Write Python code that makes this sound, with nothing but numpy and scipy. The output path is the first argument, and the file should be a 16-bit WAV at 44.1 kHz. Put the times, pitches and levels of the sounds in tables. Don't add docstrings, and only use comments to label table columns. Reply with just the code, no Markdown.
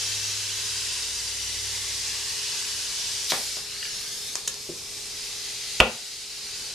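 import sys
import numpy as np
from scipy import signal
from scipy.fft import rfft, irfft, next_fast_len
from scipy.io import wavfile
from scipy.ndimage import uniform_filter1d, map_coordinates

SR = 44100
rng = np.random.default_rng(int(sys.argv[2]) if len(sys.argv) > 2 else 0)


def transcribe(u):
    v = np.clip(np.atleast_2d(u).T, -1, 1)
    q = np.round(v * 32767).astype(np.int16)
    wavfile.write(sys.argv[1], SR, q)


N = 297234


def amp(db):
    return 10 ** (np.asarray(db) / 20)


def unit(x):
    return x / np.sqrt(np.mean(x ** 2) + 1e-20)


def along(points, hz):
    f, v = np.transpose(points)
    return np.interp(np.log(hz + 1), np.log(f + 1), v)


def curves(rows, t=None):
    times, *columns = np.transpose(rows)
    return [np.interp(np.arange(N) / SR if t is None else t, times, c) for c in columns]


def wobble(rate):
    return map_coordinates(rng.standard_normal(int(N * rate / SR) + 4), [np.arange(N) * rate / SR])


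def filtered(x, response):
    size = next_fast_len(N + SR // 2)
    return irfft(rfft(x, size) * response(np.fft.rfftfreq(size, 1 / SR)), size)[..., :N]


def resonant(x, peaks):
    def response(f):
        return sum((-1) ** k * amp(db) * 1j * f * width / (hz * hz - f * f + 1j * f * width)
                   for k, (hz, width, db) in enumerate(peaks))
    return filtered(x, response)


def ring(modes, scatter_db, attack_s):
    t = np.arange(SR // 2) / SR
    tones = sum(amp(db + rng.normal(0, scatter_db) - 60 * t / t60) * np.sin(2 * np.pi * hz * t)
                for hz, db, t60 in modes)
    return tones * (1 - np.exp(-t / attack_s))


def scrape(events, peaks, blow=0, grit=1):
    force = np.zeros(N)
    t = np.arange(SR // 10) / SR
    for start, db, length in events:
        contact = grit * np.exp(-(t / length) ** 4) * rng.standard_normal(len(t))
        contact[0] += blow
        force[round(start * SR):][:len(t)] += amp(db) * contact
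    return resonant(force, peaks)


# (frequency [Hz], correlation [0-1])
MIC_LIKENESS = [(60, 0.77), (150, 0.97), (380, 0.91), (950, 0.87), (2370, 0.81), (5950, 0.48),
                (14900, 0.49)]
# (frequency [Hz], left minus right [dB])
MIC_BALANCE = [(60, 0), (240, 1), (950, 0.5), (3760, 1.5), (14900, -1.5)]

def stereo_noise(shape, size=1024, likeness=MIC_LIKENESS):
    hz, t, noise = signal.stft(rng.standard_normal((2, N + SR)), SR, nperseg=size)
    spread = np.arccos(np.clip(along(likeness, hz), -1, 1))[:, None] / 2
    mid, side = noise[0] * np.cos(spread), noise[1] * np.sin(spread)
    lean = amp(along(MIC_BALANCE, hz) / 2)[:, None]
    pair = np.array([(mid + side) * lean, (mid - side) / lean])
    return signal.istft(pair * shape(hz[:, None], t), SR, nperseg=size)[1][:, :N]


# (frequency [Hz], relative level [dB])
RUMBLE_SPECTRUM = [(11, -32), (18, -0.5), (124, -4.5), (146, -6), (337, -8), (404, -7), (438, -11),
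                   (460, -6.5), (618, -13), (900, -8.5), (1170, -10), (1980, -120)]

def rumble():
    start_db, fade_db_per_s = -52.5, 0.29
    noise = filtered(stereo_noise(lambda hz, t: 1), lambda hz: amp(along(RUMBLE_SPECTRUM, hz)))
    return amp(start_db - fade_db_per_s * np.arange(N) / SR + 1.2 * wobble(2.56)) * unit(noise)


# (time [s], frequency [Hz])
ENGINE_PITCH = [(0, 102.8), (1.1, 98.7), (2.8, 96.3), (3.1, 92), (5.2, 84)]
# (time [s], upper level [dB], lower level [dB])
ENGINE_LEVELS = [(0, -48, -56), (0.15, -42, -55), (0.4, -45, -63), (0.75, -49, -57), (1.15, -57, -47.5),
                 (1.68, -46.5, -48.5), (2, -51, -51), (2.5, -60, -62), (2.8, -53, -58), (2.95, -65, -60),
                 (3.12, -52, -64), (3.3, -62, -56.5), (3.75, -62, -59), (3.9, -62, -76), (4.8, -67, -71),
                 (5.15, -68, -60), (5.5, -72, -66)]

def far_engine():
    lower_ratio = .625
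    cycles = np.cumsum(curves(ENGINE_PITCH)[0]) / SR
    return sum(amp(db + 0.75 * wobble(6.8)) * np.sin(2 * np.pi * ratio * cycles)
               for ratio, db in zip((1, lower_ratio), curves(ENGINE_LEVELS)))


# (frequency [Hz], level [dB])
HUM_TONES = [(119.5, -61.5), (409.1, -55), (441.4, -68), (468.3, -63.5)]

def machine_hum():
    t = np.arange(N) / SR
    return sum(amp(db + 0.59 * wobble(4.2)) * np.sin(2 * np.pi * (hz * t + rng.random()))
               for hz, db in HUM_TONES)


# (frequency [Hz], t60 [s])
GARAGE_DECAY = [(60, 0.34), (500, 0.3), (2800, 0.34), (5000, 0.11), (12000, 0.14)]
# (frequency [Hz], correlation [0-1])
GARAGE_LIKENESS = [(150, .98), (800, .96), (1200, .85), (1700, .3), (6000, 0.1)]

def garage(x):
    def decay(hz, t):
        return (hz > 100) * amp(-60 * t / along(GARAGE_DECAY, hz))
    tail = stereo_noise(decay, size=256, likeness=GARAGE_LIKENESS)[:, :SR // 2]
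    delayed = np.pad(x, (100, 0))[None]
    return signal.fftconvolve(delayed, tail / np.linalg.norm(tail[0]), axes=1)[:, :N]


# (time [s], level [dB], length [s])
SCUFFS = [(3.764, -28, 0.004), (3.826, -17, 0.005), (3.8525, -18.5, 0.004)]
# (frequency [Hz], width [Hz], gain [dB])
SOLE_PEAKS = [(1820, 440, -1.5), (2970, 340, 3)]

def sandal_scuffs():
    return scrape(SCUFFS, SOLE_PEAKS)


# (time [s], level [dB], rattle length [s])
CHUCK_HITS = [(4.3553, -7, .0003), (4.3566, -14, .0005), (4.4763, -7, .0013), (4.4782, -9, .0036),
              (4.5417, -19, .0015), (5.444, -22, .002)]
# (frequency [Hz], width [Hz], gain [dB])
STEEL_PEAKS = [(1000, 2000, -14), (3300, 1000, -6), (4950, 1300, 0), (6900, 1800, -1), (9800, 2400, -8)]

def chuck_clinks():
    return scrape(CHUCK_HITS, STEEL_PEAKS, blow=2.6, grit=0.89)


# (time [s], carcass level [dB], crack level [dB], boom level [dB], lugs that land [count])
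BOUNCE = [(5.8018, -16, 10, -14.5, 5), (5.8074, -23, -2, -34.5, 3)]
# (time [s], level [dB])
HAND_SLAPS = [(4.691, -29), (4.696, -25.5), (4.738, -47)]
# (frequency [Hz], level [dB], t60 [s])
CARCASS_MODES = [(100, -9, .1), (165, -12, .08), (236, -6, .12), (400, -14, .04), (481, 0, .08),
                 (522, -5, .07), (612, -2.5, .07), (710, -2, .05), (800, 1, .04), (1061, -6.5, .04),
                 (1251, -4, .03), (1424, -6, .03), (1620, -2, .03), (1899, -3.5, .03)]
CAVITY_MODES = [(52, 2, 0.17), (34, -25, 0.086)]
SIDEWALL_MODES = [(168.6, -19, 0.17), (346, 4.5, 0.032), (480, -6.5, 0.09)]
# (frequency [Hz], width [Hz], gain [dB])
TREAD_PEAKS = [(1360, 620, 0), (2935, 2500, 1.5), (5230, 5300, -3.5)]

def tire():
    lugs_per_s = 2750
    body, boom, lugs = np.zeros((3, N + SR))
    for start, body_db, crack_db, boom_db, count in BOUNCE:
        k = round(start * SR)
        body[k:k + SR // 2] += amp(body_db) * ring(CARCASS_MODES, scatter_db=1.5, attack_s=.0003)
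        boom[k:k + SR // 2] -= amp(boom_db) * ring(CAVITY_MODES, scatter_db=1, attack_s=.003)
        t = np.arange(round(count * SR / lugs_per_s)) / SR
        lugs[k:k + len(t)] = amp(crack_db) * np.sin(np.pi * lugs_per_s * t) ** 4
    for start, db in HAND_SLAPS:
        k = round(start * SR)
        boom[k:k + SR // 2] += amp(db) * ring(SIDEWALL_MODES, scatter_db=1, attack_s=.0012)
    return body[:N], boom[:N], resonant(lugs[:N], TREAD_PEAKS)


# (time [s], level [dB], length [s])
TREAD_LANDING = [(5.802, -.6, .009)]
# (frequency [Hz], width [Hz], gain [dB])
PATCH_PEAKS = [(776, 280, 2), (1410, 710, -0.5), (2120, 750, -2.5), (3320, 880, -2.5)]

def tread_smack():
    return scrape(TREAD_LANDING, PATCH_PEAKS)


# (time [s], level [dB], length [s])
RIM_KNOCKS = [(3.3203, -1, .001), (3.332, -12, .003), (3.569, -16, .001)]
# (frequency [Hz], width [Hz], gain [dB])
RIM_PEAKS = [(160, 140, -6), (480, 280, -3), (750, 250, -1), (1000, 300, -5), (1800, 900, -8),
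             (3800, 2200, -9)]

def valve_pop():
    return scrape(RIM_KNOCKS, RIM_PEAKS, blow=7, grit=.35)


def valve_spit():
    peak_s, hold_s, hold_db = 3.303, .016, -24.5
    rise_db_per_s, drop_db, fade_db_per_s = 700, 7, 112
    t = np.arange(N) / SR - peak_s
    opening_db = rise_db_per_s * np.minimum(t, 0)
    closing_db = -drop_db - fade_db_per_s * (t - hold_s)
    level_db = hold_db + np.where(t < hold_s, opening_db, closing_db)
    rush = resonant(rng.standard_normal(N), [(4400, 2100, 7), (7400, 3800, -20)])
    return amp(level_db + 0.83 * wobble(150)) * unit(rush)


def mottle(shape, bins, frames):
    field = uniform_filter1d(rng.standard_normal(shape), size=bins, axis=0)
    return unit(uniform_filter1d(field, size=frames, axis=1))


# (time [s], level [dB], treble tilt [dB/octave])
JET_ENVELOPE = [(0, -30.5, 2), (0.9, -29.5, 1), (1.16, -32, 2.5), (2.1, -31.5, 2.5), (3.2, -30.5, 1.5),
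                (3.27, -31, 3.5), (3.42, -31.5, 2.5), (3.56, -32, 0), (3.65, -36, -0.5), (3.8, -32, -2.5),
                (4.1, -34, 1), (4.3, -35, 2), (4.44, -38, 0), (4.85, -38, 1), (5.1, -35, -0.5),
                (5.4, -33, -1.5), (5.95, -31.5, -1.5), (6.3, -33.5, -1), (6.5, -32, -1.5),
                (6.74, -33.5, -1)]
# (frequency [Hz], relative level [dB])
SEATED_SPECTRUM = [(290, -32.5), (500, -21), (772, -20.5), (939, -14.5), (1300, -16), (1670, -9.5),
                   (1970, -8), (2270, -8), (2840, -3), (3550, -2.5), (3750, -3), (4080, -1), (5800, -0.5),
                   (10400, -12.5), (14200, -29)]
FREE_SPECTRUM = [(290, -46), (500, -24), (700, -26), (794, -22.5), (1050, -38), (1140, -20.5),
                 (1840, -15.5), (1940, -14), (4900, -3.5), (5400, -5), (9870, -13), (13100, -22),
                 (14200, -39)]
# (frequency [Hz], half-width [Hz], gain [dB])
BORE_PEAK = (4300, 53, 1)
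RIM_REFLECTION = (0.363, 0.12)
# (time [s], detour [m], strength [0-1])
FLOOR_REFLECTION = [(3.6, .26, .05), (3.69, .255, .3), (3.85, .22, .25), (3.94, .26, .3), (4.33, .165, .24),
                    (4.4, .155, .1)]

def air_jet():
    release_s, tilt_pivot_hz, sound_m_per_s = 3.3, 4450, 343
    bore_hz, bore_width, bore_db = BORE_PEAK

    def shape(hz, t):
        level_db, treble_db = curves(JET_ENVELOPE, t)
        seated = t < release_s
        colour = amp(np.where(seated, along(SEATED_SPECTRUM, hz), along(FREE_SPECTRUM, hz)))
        detour, strength = np.where(seated, np.reshape(RIM_REFLECTION, (2, 1)),
                                    curves(FLOOR_REFLECTION, t))
        mirror = (hz / 5000 * np.exp(1 - hz / 5000)) ** 2
        colour *= np.abs(1 + strength * mirror * np.exp(-2j * np.pi * hz * detour / sound_m_per_s))
        colour *= amp(bore_db / (1 + ((hz - bore_hz) / bore_width) ** 2))
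        colour /= np.sqrt(np.mean(colour ** 2, axis=0))
        tilt_db = treble_db * np.clip(np.log2((hz + 1) / tilt_pivot_hz), 0, 2)
        flicker_db = 0.67 * mottle(colour.shape, bins=12, frames=6)
        ripple_db = 1.96 * mottle(colour.shape, bins=2, frames=60)
        return colour * amp(level_db + tilt_db + flicker_db + ripple_db)
    return stereo_noise(shape) * amp(0.31 * wobble(9) + 0.19 * wobble(40))


def scene():
    body, boom, crack = tire()
    chuck, sandal = chuck_clinks(), sandal_scuffs()
    spit, smack, pop = valve_spit(), tread_smack(), valve_pop()
    room = garage(amp(0.5) * body + amp(-6.5) * boom + amp(-8.5) * crack + amp(-4.0) * chuck
                  + amp(-6) * sandal + amp(-9.5) * spit + amp(-.6) * pop + amp(-3.4) * smack)
    near = body + boom + crack + smack + chuck + sandal + spit + pop
    return near * amp([[.6], [-.6]]) + room + air_jet() + machine_hum() + far_engine() + rumble()


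def record(dry):
    threshold_db, max_duck_db, release_db_per_s = -6, 4.5, 7
    ceiling, top_hz = .97, 14200
    peak_db = 20 * np.log10(np.abs(dry).max(axis=0) + 1e-9)
    over_db = np.clip(peak_db - threshold_db, 0, 7)
    recovery_db = release_db_per_s * np.arange(N) / SR
    held_db = np.maximum.accumulate(over_db + recovery_db) - recovery_db
    attack = np.ones(SR // 50) / (SR // 50)
    duck_db = np.convolve(np.minimum(held_db, max_duck_db), attack)[:N]
    ducked = dry * amp(-duck_db)
    clipped = ducked / (1 + np.abs(ducked / ceiling) ** 4) ** (1 / 4)
    return filtered(clipped, lambda hz: hz < top_hz)


dry = scene()
out = record(dry)
transcribe(out)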